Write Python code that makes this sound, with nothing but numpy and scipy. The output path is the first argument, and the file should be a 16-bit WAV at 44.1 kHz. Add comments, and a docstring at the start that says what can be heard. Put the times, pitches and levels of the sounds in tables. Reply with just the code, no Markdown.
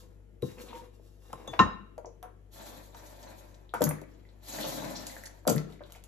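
"""Dry mix and squeezed juice

A wooden spoon strokes a dry crumbly mix in a big ceramic bowl, then drops against the rim: shaped grains and struck modes.
A plastic bottle is squeezed twice: juice patters on the mix (grains, bubbles), and each time the wall pops back and
the nozzle spits and gulps air (band-passed bursts, decaying notes).
Close microphone pair in a small kitchen with a low appliance hum (coloured noise and sines)."""
import sys
import numpy as np
from scipy import signal
from scipy.fft import rfft, irfft, next_fast_len
from scipy.io import wavfile

SR = 44100
rng = np.random.default_rng(int(sys.argv[2]) if len(sys.argv) > 2 else 0)


def generate_wav(signal):
    """Clip the signal to [-1, 1] and save it as 16-bit WAV at the path in sys.argv[1]."""
    frames = np.transpose(np.atleast_2d(signal))
    scaled = np.clip(frames, -1, 1) * 32767
    pcm = np.round(scaled).astype(np.int16)
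    wavfile.write(sys.argv[1], SR, pcm)


N = 267687
CONTACT_HZ = 7000   # the wood is too soft to excite modes far above this


def stirring():
    """The spoon shoves the mix along the bowl; crumbs break and grind under it and keep the ceramic faintly ringing."""
    # spoon strokes: start t/s, rise/s, hold/s, push/dB, crumb crunch/dB, scrape/dB
    strokes = [(0.0, 0.0011, 0.005, -51.5, -65, -82), (0.411, 0.013, 0.21, -59, -60, -69),
               (0.558, 0.031, 0.032, -48.5, -56.5, -61), (0.65, 0.025, 0.0073, -48, -57, -49.5),
               (0.723, 0.0091, 0.024, -51, -59, -54), (0.914, 0.023, 0.56, -78, -73, -93),
               (1.157, 0.25, 0.16, -53, -66.5, -54)]
    # spectra of push, crunch and scrape: f/Hz, density/dB
    push_spectrum = [(120, -39.5), (200, -8), (232, -4.5), (433, -7), (481, 6.5), (633, -22.5), (1020, -9),
                     (1220, -22.5), (1370, -21.5), (2500, -25), (3250, -61.5), (5500, -120)]
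    crunch_spectrum = [(1200, 2), (2200, -13.5), (3200, -3.5), (5000, -2), (7500, -4), (11000, -7.5),
                       (15000, -1.5)]
    scrape_spectrum = [(480, -1), (750, 8), (1020, 2.5), (1400, -5.5), (1900, -4.5), (2800, -12.5),
                       (3800, -22), (5000, -21)]
    # bowl modes kept ringing by rubbing, damped by the spoon: f/Hz, level/dB, t60/s
    rubbed_modes = [(511, 0, .1), (1053, -1, .08), (1820, -7, .08), (2750, -7, .08), (3862, -5, .1)]
    # clumps of crumbs crushed against the wall: start t/s, rise/s, hold/s, level/dB, f/Hz
    crushes = [(.478, 0.011, 0.015, -56, 2040), (.575, 0.011, 0.017, -59.5, 2170),
               (.682, .006, 0.013, -52.5, 3000), (.729, .002, 0.0095, -55.5, 2460)]
    stroke_fade_db_per_s = 129   # the mix settles after a stroke
    ringing_db, crumbs_gain_db = -9, 1

    push, crunch, grind = (efforts([(*row[:3], row[k]) for row in strokes], stroke_fade_db_per_s)
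                           for k in range(3, 6))
    shove = push * coloured(grains(500, spread_db=1.5, clump_db=6.0, clump_rate=73), push_spectrum)
    scrape = grind * coloured(grains(1100, spread_db=5.5, clump_db=7.5, clump_rate=110), scrape_spectrum)
    grit = grains(2400, spread_db=1.0, clump_db=4.0, clump_rate=39)
    wall = struck(rubbed_modes, CONTACT_HZ)
    rubbing = np.hypot(crunch, grind) * unit(grit)
    ringing = amp(ringing_db) * signal.fftconvolve(rubbing, wall / np.linalg.norm(wall))[:N]
    crumbs = crunch * coloured(grit, crunch_spectrum)
    crumbs += flurries(crushes, octaves=0.9, fade_db_per_s=400)
    return kitchen(shove + amp(crumbs_gain_db) * crumbs + scrape + ringing, wet_db=1.0, bass_pan_db=-4)


def singing():
    """Wood sticking and slipping on the glaze keeps a tone of the bowl sounding, slightly unsteady."""
    # sung tones: start t/s, rise/s, hold/s, level/dB, f/Hz
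    sings = [(0.54, 0.054, 0.21, -61, 492), (.715, 0.02, 0.039, -51.5, 930), (.70, .03, 0.065, -72, 3500),
             (0.63, 0.026, 0.059, -79, 4300), (0.58, .02, .03, -64, 4300), (1.6, 0.032, 0.076, -62.5, 1816)]
    fade_db_per_s, waver_hz, flutter_db = 238, 14, 3.5
    out = 0
    for *gesture, hz in sings:
        phase = 2 * np.pi * np.cumsum(hz + waver_hz * drift(60)) / SR
        tone = unit(amp(flutter_db * drift(70)) * np.sin(phase))
        out = out + efforts([gesture], fade_db_per_s) * tone
    return kitchen(out, wet_db=-10.5)


def bowl():
    """Blows set the ceramic ringing and thud through to the counter; lumps give way with a dull bump."""
    # spoon against bowl: t/s, ring/dB, ring tilt/(dB/octave), ping/dB, thud/dB,
    # wood/dB, wood f/Hz, wood width/octave, tick/dB
    knocks = [(0.423, -45.5, -11.5, -44, -28.5, -23.5, 459, 0.27, -37),
              (1.33, -48, -3.5, -70.5, -49, -32, 784, 1.4, -35.5),
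              (1.4759, -44.5, 1.5, -78, -44.5, -34.5, 527, 1.9, -39.5),
              (1.5921, -7, -1, -57.5, -18.5, -34, 615.5, 0.84, -54)]
    # ceramic modes, before tilt: f/Hz, level/dB, t60/s
    bowl_modes = [(237, -24, .25), (276, -27, .25), (398, -31, .3), (511, -24, .26), (716, -24, .15),
                  (867, -23, .24), (947, -17, .11), (1007, -9, .15), (1053, 0, .125), (1083, -8, .15),
                  (1138, -12, .13), (1211, -11, .12), (1260, -15, .14), (1318, -13, .18), (1362, -17, .14),
                  (1410, -21, .16), (1495, -21, .17), (1808, -11.5, .1), (1825, -14, .16),
                  (2748, -12.5, .08), (2925, -22, .05), (3866, -13.5, .075), (5146, -26, .14),
                  (6600, -25, .13), (6625, -35, .2), (8215, -44, .2)]
    # broad resonances of the bowl wall, and of the counter under it: level/dB, low f/Hz, high f/Hz, t60/s
    clatter = [(-22.5, 570, 1560, 0.39), (-12, 830, 1600, 0.09), (-16.5, 600, 1200, 0.048),
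               (-19.5, 1700, 2500, 0.034), (-21.5, 2300, 3300, 0.045), (-32.5, 1100, 4400, 0.24),
               (-32.5, 2600, 7500, 0.12)]
    thud = [(0, 92, 370, 0.15), (-3.5, 125, 185, 0.085), (-8, 84, 110, 0.059), (-22.5, 47, 70, .4)]
    # lumps giving way under the spoon: t/s, level/dB, f/Hz
    lumps = [(0.596, -58, 500), (.635, -43, 417), (.73, -38.5, 850), (0.996, -49, 540), (1.301, -48.5, 698),
             (1.447, -48.5, 740), (1.539, -37.5, 450)]
    # a finger ring grazing the rim: t/s, level/dB
    tinks = [(1.4757, -36.5)]
    # modes the finger ring excites: f/Hz, level/dB, t60/s
    tink_modes = [(3468, -10, .3), (3490, -13, .2), (3530, -9, .09), (3360, -8, .05), (3650, -7, .05),
                  (3760, -10, .06), (5093, -24, .11), (6422, -12, .12), (6530, -10, .05), (6713, -22, .12)]
    lump_octaves, lump_t60_s = 1, 0.027
    tick_low_hz, tick_high_hz, tick_t60_s = 2432, 13430, 0.0047   # the moment of contact
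    wood_t60_s = 0.046   # the spoon's own clack
    thud_delay_s = 0.003   # the counter answers a little after the bowl
    ping_hz, ping_t60_s = 3862, 0.16

    parts = [(s, db, *around(hz, lump_octaves), lump_t60_s) for s, db, hz in lumps]
    for s, ring_db, _, _, thud_db, wood_db, wood_hz, wood_octaves, tick_db in knocks:
        parts += [(s, ring_db + db, *shape) for db, *shape in clatter]
        parts += [(s + thud_delay_s, thud_db + db, *shape) for db, *shape in thud]
        parts.append((s, wood_db, *around(wood_hz, wood_octaves), wood_t60_s))
        parts.append((s, tick_db, tick_low_hz, tick_high_hz, tick_t60_s))
    out = bursts(parts, snap=0.21)
    for s, ring_db, tilt, ping_db, *_ in knocks:
        modes = [(hz, db + tilt * np.log2(hz / 1000), t60) for hz, db, t60 in bowl_modes]
        ring = amp(ring_db) * struck(modes, CONTACT_HZ)
        ping = amp(ping_db) * note(ping_hz, ping_t60_s, swell_s=0.0005)
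        add(out, s, ring + ping)
    for s, db in tinks:
        add(out, s, amp(db) * struck(tink_modes, bright_hz=12020))
    return kitchen(out, wet_db=-5.5, bass_pan_db=-2)


def juice():
    """The jet breaks into drops that patter, bubble and hiss on the mix; a hard jet also drums on it."""
    # hands press the bottle: start t/s, rise/s, hold/s, patter/dB (before gain), spray/dB
    squeezes = [(2.496, 0.089, 0.14, -52, -53), (2.909, 0.037, 0.39, -57.5, -58.5),
                (3.166, 0.082, 0.076, -54, -58.5), (4.055, 0.027, 0.47, -70, -73),
                (4.386, 0.19, 0.34, -44, -41), (4.925, 0.09, 0.058, -56, -50.5)]
    # spectra of patter, spray and drumming: f/Hz, density/dB
    patter_spectrum = [(200, -4), (310, -3), (430, -10), (540, 2), (630, 0), (720, 1), (810, -1.5),
                       (860, -4), (925, 2), (1010, -2), (1060, -6), (1160, -13), (1340, -9), (1460, -12),
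                       (1570, -9), (1690, -11), (1820, -7.5), (2050, -14), (2400, -14), (3000, -22)]
    spray_spectrum = [(2000, -7.5), (2800, -3.5), (3900, 5.5), (5500, -0.5), (7200, 1.5), (9000, -1.5),
                      (11000, 0), (13000, 5.5), (15400, -1)]
    drum_spectrum = [(90, -17), (150, -2), (210, -4), (310, -1.5), (420, -23.5), (700, -52)]
    # slugs of juice slapping the mix: t/s, level/dB, f/Hz
    slaps = [(4.503, -55, 700), (4.586, -34, 680), (4.641, -23.5, 676), (4.66, -38, 760), (4.722, -39, 650),
             (4.8, -49, 730), (4.857, -34.5, 583), (4.885, -57, 630)]
    # jet splutters into a puff of spray: start t/s, rise/s, hold/s, level/dB, f/Hz
    puffs = [(4.602, 0.0092, 0.019, -39, 3640), (4.712, 0.0065, 0.014, -48, 4800),
             (4.94, 0.0085, 0.022, -45, 4650), (5.068, 0.0025, 0.0079, -48.5, 6600)]
    patter_fade_db_per_s, spray_fade_db_per_s = 51.5, 60.5   # as the grip eases the spray fades faster
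    spray_sag_db_per_s = 27   # under a steady grip the jet gathers and sprays less
    patter_gain_db, bubble_gain_db, splutter_gain_db = 3.0, -6.0, -6.5
    full_flow_db, drum_power = -41, 2.05   # drumming grows faster than the patter
    slap_octaves, slap_t60_s = 0.98, 0.029

    patter = efforts([(*timing, db) for *timing, db, _ in squeezes], patter_fade_db_per_s)
    spray = efforts([(*timing, db) for *timing, _, db in squeezes], spray_fade_db_per_s, spray_sag_db_per_s)
    gush = amp(1.3 * drift(55))   # the jet arrives in uneven slugs
    drops = grains(1100, spread_db=3, clump_db=3.5, clump_rate=82)
    mist = grains(3500, spread_db=0.5, clump_db=5.5, clump_rate=62)
    full = amp(full_flow_db)
    drum = full * (patter / full) ** drum_power * coloured(drops, drum_spectrum)
    splash = amp(patter_gain_db) * patter * coloured(drops, patter_spectrum)
    splash += spray * coloured(mist, spray_spectrum)
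    low_bubbles = patter * spatter(120, 500, 1050, spread_db=3)
    high_bubbles = spray * spatter(220, 3300, 8000, spread_db=6)
    bubbles = amp(bubble_gain_db) * (low_bubbles + high_bubbles)
    # bigger drops splat in clumps
    big_drops = grains(290, spread_db=3.5, clump_db=0.5, clump_rate=28)
    splash += amp(splutter_gain_db) * spray * unit(band(big_drops, 1140, 5500))
    splats = bursts([(s, db, *around(hz, slap_octaves), slap_t60_s) for s, db, hz in slaps], snap=0.33)
    sputters = flurries(puffs, octaves=0.8, fade_db_per_s=352)
    wet_mix = kitchen(gush * (splash + drum) + splats + sputters, wet_db=7.5, bass_pan_db=-3.5)
    return wet_mix + kitchen(bubbles, wet_db=12.0)


def bottle():
    """The wall buckles and springs back, bubbles burst and fingers rub the plastic."""
    # wall buckling: t/s, note/dB, rattle/dB, f/Hz, t60/s
    pops = [(1.979, -29, -37.5, 630, 0.047), (2.046, -28, -35.5, 639, 0.022), (2.067, -42, -45, 468, 0.09),
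            (2.228, -38, -42, 738, 0.19), (2.946, -41.5, -46, 926, 0.076), (3.738, -37.5, -19.5, 840, 0.03),
            (3.7411, -47.5, -41.5, 220, 0.137), (3.7467, -22, -27, 940, 0.035),
            (3.8071, -21.5, -28, 595, 0.08), (3.869, -59, -30.5, 760, 0.093),
            (3.91, -61, -24.5, 836, 0.014), (3.959, -45.5, -58, 850, 0.077),
            (4.017, -33.5, -39.5, 394, 0.046), (5.453, -30, -34.5, 714, 0.021),
            (5.4692, -16, -29, 603, 0.043), (5.499, -16, -22, 457, 0.047), (5.553, -20, -41, 190, 0.044),
            (5.579, -36, -40.5, 1334, 0.058), (5.807, -33, -40.5, 582, 0.056)]
    # grip lets go and the wall springs back: t/s, level/dB
    releases = [(3.8078, -18.5), (5.469, -16.5)]
    # set off by each release (wall, sway, slosh, splash, fizz): delay/s, level/dB, low f/Hz, high f/Hz, t60/s
    recoil = [(0, 0, 435, 736, 0.026), (.002, -22, 71.6, 139, 0.38), (.003, -5, 139, 328, 0.22),
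              (0.01, -1.5, 520, 1200, .03), (.011, -22.5, 1300, 4400, 0.19)]
    # single bubbles in nozzle and bottle: t/s, level/dB (before gain), f/Hz
    blips = [(2.058, -36.5, 5960), (3.693, -40.5, 3620), (3.869, -29, 1770), (3.91, -31.5, 1900),
             (3.985, -38, 1800), (4.037, -43, 2150), (4.252, -47, 2000), (4.29, -49, 3900),
             (4.587, -26, 1790), (5.098, -35, 1900), (5.124, -38, 2000), (5.166, -30, 1700),
             (5.237, -31, 1840), (5.259, -32, 6000), (5.27, -35, 1780), (5.493, -15, 6460),
             (5.565, -29.5, 1820), (5.724, -42.5, 3700), (5.757, -50, 2100), (5.794, -45.5, 2044),
             (5.817, -41, 1530), (5.837, -38, 3720), (5.95, -40, 2230)]
    # fingers shifting on the bottle: start t/s, rise/s, hold/s, rub/dB
    handling = [(5.66, 0.057, 0.011, -54), (5.8, 0.021, 0.21, -58.5), (5.918, 0.0049, 0.0036, -46.5),
                (6.025, 0.016, 0.0064, -58)]
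    # rub spectrum: f/Hz, density/dB
    rub_spectrum = [(400, -2), (700, 10.5), (2000, -2), (4000, -5), (7500, -10), (11000, -12.5),
                    (15000, -9)]
    pop_octaves, pop_swell_s, blip_gain_db = 1.7, 0.00082, 7.5
    froth_db, froth_rise_s, froth_hold_s, froth_fade_db_per_s = -76, 0.2, 0.24, 36
    rub_fade_db_per_s = 180

    rattles = [(s, db, *around(hz, pop_octaves), t60) for s, _, db, hz, t60 in pops]
    recoils = [(s + delay, db + part_db, *shape)
               for s, db in releases for delay, part_db, *shape in recoil]
    out = bursts(rattles + recoils, snap=0.35)
    for s, db, _, hz, t60 in pops:
        add(out, s, amp(db) * note(hz, t60, pop_swell_s))
    for s, db, hz in blips:
        add(out, s, amp(db + blip_gain_db) * bubble(hz, cycles=14.2))
    # froth keeps bursting in the bottle after each release
    froth = efforts([(s, froth_rise_s, froth_hold_s, froth_db) for s, _ in releases], froth_fade_db_per_s)
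    out += froth * unit(band(grains(350, spread_db=5, clump_db=4, clump_rate=17), 1620, 4700))
    rubbing = grains(1100, spread_db=-2.5, clump_db=10.0, clump_rate=52)
    out += efforts(handling, rub_fade_db_per_s) * coloured(rubbing, rub_spectrum)
    return kitchen(out, wet_db=3, bass_pan_db=-2.0)


def gulps():
    """Air rushing back in sets the bottle's cavity booming on one low note."""
    # air gulped back: t/s, level/dB
    gulp_times = [(3.861, -21), (5.556, -22)]
    cavity_hz, t60_s, swell_s = 151, 0.38, 0.0056
    boom = np.zeros(N)
    for s, db in gulp_times:
        add(boom, s, amp(db) * note(cavity_hz, t60_s, swell_s))
    return kitchen(band(boom, 90, 900), wet_db=-14)


def ticks():
    """Short bright nozzle spits and cap clicks, close to the microphone: crackling band-passed bursts."""
    # wet spits at the nozzle: t/s, level/dB, f/Hz, t60/s
    nozzle_spits = [(2.946, -50.5, 4500, .03), (3.229, -48.5, 4770, 0.056), (3.544, -59, 4400, 0.087),
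                    (3.7391, -38.5, 11500, 0.028), (3.742, -55, 5040, 0.4), (3.808, -38, 10500, 0.016),
                    (3.8189, -31, 5500, 0.027), (3.82, -25.5, 12100, 0.022), (3.8267, -36.5, 6400, 0.012),
                    (3.8404, -8.5, 11100, 0.0024), (3.847, -35, 10400, 0.017), (3.852, -55, 4600, 0.02),
                    (3.8745, -41.5, 10000, 0.0057), (3.891, -19.5, 13600, 0.008),
                    (3.8954, -42, 11800, 0.0058), (5.068, -32.5, 5750, 0.023), (5.154, -50, 12000, 0.033),
                    (5.166, -57, 7000, 0.028), (5.238, -40.5, 8750, 0.011), (5.256, -40.5, 5900, 0.065),
                    (5.271, -54, 9800, .03), (5.4699, -36.5, 11500, 0.041), (5.4757, -15.5, 6700, 0.0098),
                    (5.4788, -33, 3560, 0.021), (5.495, -28, 9200, 0.013), (5.4989, -16, 7660, 0.0061),
                    (5.525, -31, 12200, 0.02), (5.5602, -29.5, 13800, 0.012), (5.58, -36, 3700, 0.025)]
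    # dry clicks of the plastic cap: t/s, level/dB
    cap_clicks = [(1.98, -47), (2.228, -39), (4.0155, -43.5), (5.922, -36.5), (6.039, -40)]
    spit_octaves, spit_top_hz = 1.63, 16500
    click_low_hz, click_high_hz, click_t60_s = 1680, 14900, 0.0064
    spits = [(s, db, *np.minimum(around(hz, spit_octaves), spit_top_hz), t60)
             for s, db, hz, t60 in nozzle_spits]
    clicks = [(s, db, click_low_hz, click_high_hz, click_t60_s) for s, db in cap_clicks]
    # each is a cluster of uneven little bursts
    crackles = bursts(spits + clicks, snap=0.29, crackle_db=4.5)
    return kitchen(crackles, wet_db=-2.5)


def background():
    """Still air as coloured noise and the slightly wavering hum of an appliance as sines."""
    # air spectrum: f/Hz, density/dB
    air_spectrum = [(40, 3.5), (60, 2), (125, -0.5), (250, 2), (450, -0.5), (650, -6), (1000, -17.5),
                    (2000, -21), (4000, -31.5), (7000, -33.5), (14000, -34)]
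    # hum lines: f/Hz, level/dB rms (before pan)
    hum_lines = [(49.2, -56), (98.5, -62.5), (150, -76.5)]
    air_db, hum_pan_db = -62.5, 6.0
    t = np.arange(N) / SR
    air = coloured(rng.standard_normal(N), air_spectrum)
    air = amp(air_db) * air / np.std(band(air, 130, 15000))
    hum = 0
    for hz, db in hum_lines:
        level = amp(db + 0.38 * drift(11.0)) * np.sqrt(2)
        hum = hum + level * np.sin(2 * np.pi * hz * t + 0.15 * drift(2.8))
    hum_sides = hum * amp(hum_pan_db * np.array([[0.5], [-0.5]]))
    return kitchen(air, wet_db=7.5, bass_pan_db=-2.5) + hum_sides


def kitchen(x, wet_db, bass_pan_db=0, early_s=0.021, early_db=7):
    """Direct sound at two microphones, early reflections from bowl and counter, and a tail that dies by band."""
    # reverberation: f/Hz, t60/s
    room_t60 = [(120, 0.14), (300, 0.96), (600, 0.4), (2000, 0.62), (4000, 0.5), (7000, 0.28),
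                (14000, 0.25)]
    # colour of the reflections: f/Hz, level/dB
    room_colour = [(100, 3), (250, -3), (420, -1.5), (570, -1), (760, -5.5), (1100, -3), (5000, -2),
                   (9000, 5), (13000, -3.5)]
    # likeness of the reflections at the two microphones: f/Hz, likeness/(0-1)
    likeness = [(120, 0.8), (300, 0), (1000, 0), (5800, .1), (7500, .5), (8450, 1), (9600, 1), (10600, .5),
                (11400, 1), (13000, 1), (13700, .5), (14500, 1)]
    # microphone pair: f/Hz, L-R level/dB
    balance = [(50, -4.5), (150, 8.5), (300, 11.5), (550, 5), (1100, 2), (2200, 1.5), (4000, 6),
               (7500, -1.5), (9000, -0.5), (12000, 0.5), (15000, 1)]
    # microphone pair: f/Hz, phase by which left leads/rad
    lead = [(50, -0.5), (150, 0.32), (280, 1.4), (560, -1.4), (1050, 1.3), (2200, 1), (5200, 1.7),
            (6000, -1.2), (7200, -1.4), (8450, -3.1), (9700, -3.2), (11200, -6.2), (13000, -6.4),
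            (14400, -9.4)]
    t = np.arange(SR * 2 // 5) / SR
    edges, tail = np.geomspace(70, 18000, 13), 0
    for low, high in zip(edges, edges[1:]):
        decay = np.exp(-np.log(1000) * t / at_hz(room_t60, np.sqrt(low * high)))
        decay = decay * (1 + amp(early_db) * np.exp(-t / early_s))
        part = band(rng.standard_normal((2, len(t))) * decay * (t > 0.0015), low, high)
        part = part / np.linalg.norm(part, axis=1, keepdims=True)
        tail = tail + np.sqrt(2 * (high - low) / SR) * part
    size = next_fast_len(N + len(t))
    hz, sides = np.arange(size // 2 + 1) * SR / size, np.array([[1], [-1]])
    mid, side = rfft(tail, size) * amp(wet_db + at_hz(room_colour, hz))
    alike = np.clip(at_hz(likeness, hz), 0, 1)
    path = 1 + np.sqrt((1 + alike) / 2) * mid + sides * np.sqrt((1 - alike) / 2) * side
    pan_db = at_hz(balance, hz) + bass_pan_db / (1 + (hz / 480) ** 4)
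    ports = amp(sides * pan_db / 2) * np.exp(1j * sides * at_hz(lead, hz) / 2)
    return irfft(rfft(x, size) * path * ports / np.hypot(1, amp(wet_db)), size)[:, :N]


def efforts(rows, fade_db_per_s, sag_db_per_s=0):
    """Gain curve of gestures (start s, rise s, hold s, dB): each swells, holds or sags, then fades."""
    t, power = np.arange(N) / SR, 0
    for start, rise, hold, db in rows:
        held = t - start - rise
        swell = np.sin(np.pi / 2 * np.clip((t - start) / rise, 0, 1)) ** 2
        loss_db = sag_db_per_s * np.clip(held, 0, hold) + fade_db_per_s * np.maximum(held - hold, 0)
        power = power + (swell * amp(db - loss_db)) ** 2
    return np.sqrt(power)


def grains(per_s, spread_db, clump_db, clump_rate):
    """Random tiny impacts of uneven size that come in clumps."""
    size_db = spread_db * np.minimum(rng.exponential(1, N), 4) + clump_db * drift(clump_rate)
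    return amp(size_db) * rng.choice([-1, 1], N) * (rng.random(N) < per_s / SR)


def flurries(rows, octaves, fade_db_per_s):
    """Short showers of grains (start s, rise s, hold s, dB, Hz), each in its own band."""
    grit = grains(1800, spread_db=2.0, clump_db=6, clump_rate=120)
    return sum(efforts([gesture], fade_db_per_s) * unit(band(grit, *around(hz, octaves)))
               for *gesture, hz in rows)


def bursts(rows, snap, crackle_db=0):
    """Each is a snap and a quickly dying rattle, ringing in its own band; dB is its rms at the start."""
    out, t = np.zeros(N), np.arange(SR // 3) / SR
    for s, db, low_hz, high_hz, t60 in rows:
        decay = np.exp(-np.log(1000) * t / t60) + 1e-12
        size = np.linalg.norm(decay)
        uneven = np.interp(t * 1000, np.arange(340), rng.standard_normal(340))   # one knot per ms
        force = decay * amp(crackle_db * uneven) * rng.standard_normal(len(t))
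        force = force / np.linalg.norm(force)
        force[0] += snap
        sound = band(force, low_hz, high_hz)
        add(out, s, amp(db) * size * sound / np.linalg.norm(sound))
    return out


def struck(modes, bright_hz):
    """Decaying modes after one blow; a soft contact spares the high ones."""
    t, out = np.arange(SR * 3 // 4) / SR, 0
    for k, (hz, db, t60) in enumerate(modes):
        mode = (-1) ** k * amp(db - 60 * t / t60) * np.sin(2 * np.pi * hz * t)
        out = out + mode / np.hypot(1, (hz / bright_hz) ** 2)
    return out


def note(hz, t60, swell_s):
    """One resonance that swells briefly and dies away."""
    t = np.arange(SR * 3 // 4) / SR
    return (1 - np.exp(-t / swell_s)) * np.exp(-np.log(1000) * t / t60) * np.sin(2 * np.pi * hz * t)


def bubble(hz, cycles, rise=0.031):
    """A bubble dies by 60 dB over the given cycles, its pitch rising as it nears the surface."""
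    age = np.arange(0, 1, hz / (cycles * SR))
    swell = 1 - np.exp(-age / 0.091)
    return swell * amp(-60 * age) * np.sin(2 * np.pi * cycles * (age + rise * age ** 2))


def spatter(per_s, low_hz, high_hz, spread_db):
    """Bubbles of random pitch and size burst at random moments; rms 1."""
    out = np.zeros(N)
    draws = rng.random((6000, 4))
    for when, pitch, size, turn in draws[:int(per_s * N / SR)]:
        hz = low_hz * (high_hz / low_hz) ** pitch
        gain = np.sign(turn - 0.5) * amp(spread_db * min(-np.log(size), 3))
        add(out, when * (N - 1) / SR, gain * bubble(hz, cycles=27.6))
    return unit(out)


def drift(rate):
    """Random curve joining knots of spread 1, rate knots a second."""
    knots = rng.standard_normal(4096)
    return np.interp(np.arange(N) / SR * rate, np.arange(len(knots)), knots)


def coloured(x, spectrum):
    """Give a signal a spectrum that falls steeply beyond its ends; rms 1."""
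    size = next_fast_len(N)
    hz = np.maximum(np.arange(size // 2 + 1) * SR / size, 1)
    ends = (1 + (spectrum[0][0] / hz) ** 8) * (1 + (hz / spectrum[-1][0]) ** 8)
    return unit(irfft(rfft(x, size) * amp(at_hz(spectrum, hz)) / np.sqrt(ends), size)[:N])


def band(x, low_hz, high_hz):
    """Causal band-pass."""
    edges = np.clip([low_hz, max(high_hz, low_hz * 1.05)], 10, [0.42 * SR, 0.45 * SR])
    return signal.sosfilt(signal.butter(3, edges, "band", fs=SR, output="sos"), x)


def around(hz, octaves):
    """Edges of a band centred on hz."""
    return hz / 2 ** (octaves / 2), hz * 2 ** (octaves / 2)


def at_hz(points, hz):
    """Read a table on a log-frequency axis."""
    f, value = np.transpose(points)
    return np.interp(np.log(np.maximum(hz, 1)), np.log(f), value)


def amp(db):
    """Decibels to gain."""
    return 10 ** (np.asarray(db) / 20)


def unit(x):
    """Scale to rms 1."""
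    return x / np.sqrt(np.mean(x ** 2) + 1e-20)


def add(track, s, sound):
    """Mix a sound into a track at time s."""
    start = round(s * SR)
    track[start:start + len(sound)] += sound[:N - start]


def scene():
    """Everything that sounds in the kitchen."""
    return stirring() + singing() + bowl() + juice() + bottle() + gulps() + ticks() + background()


def record(dry):
    """The highest peaks are rounded and the top of the treble is cut steeply."""
    cutoff_hz = 16500
    rounded = dry / (1 + np.abs(dry / 0.95) ** 6) ** (1 / 6)
    return signal.sosfilt(signal.ellip(10, 0.2, 100, cutoff_hz, fs=SR, output="sos"), rounded)


dry = scene()
out = record(dry)
generate_wav(out)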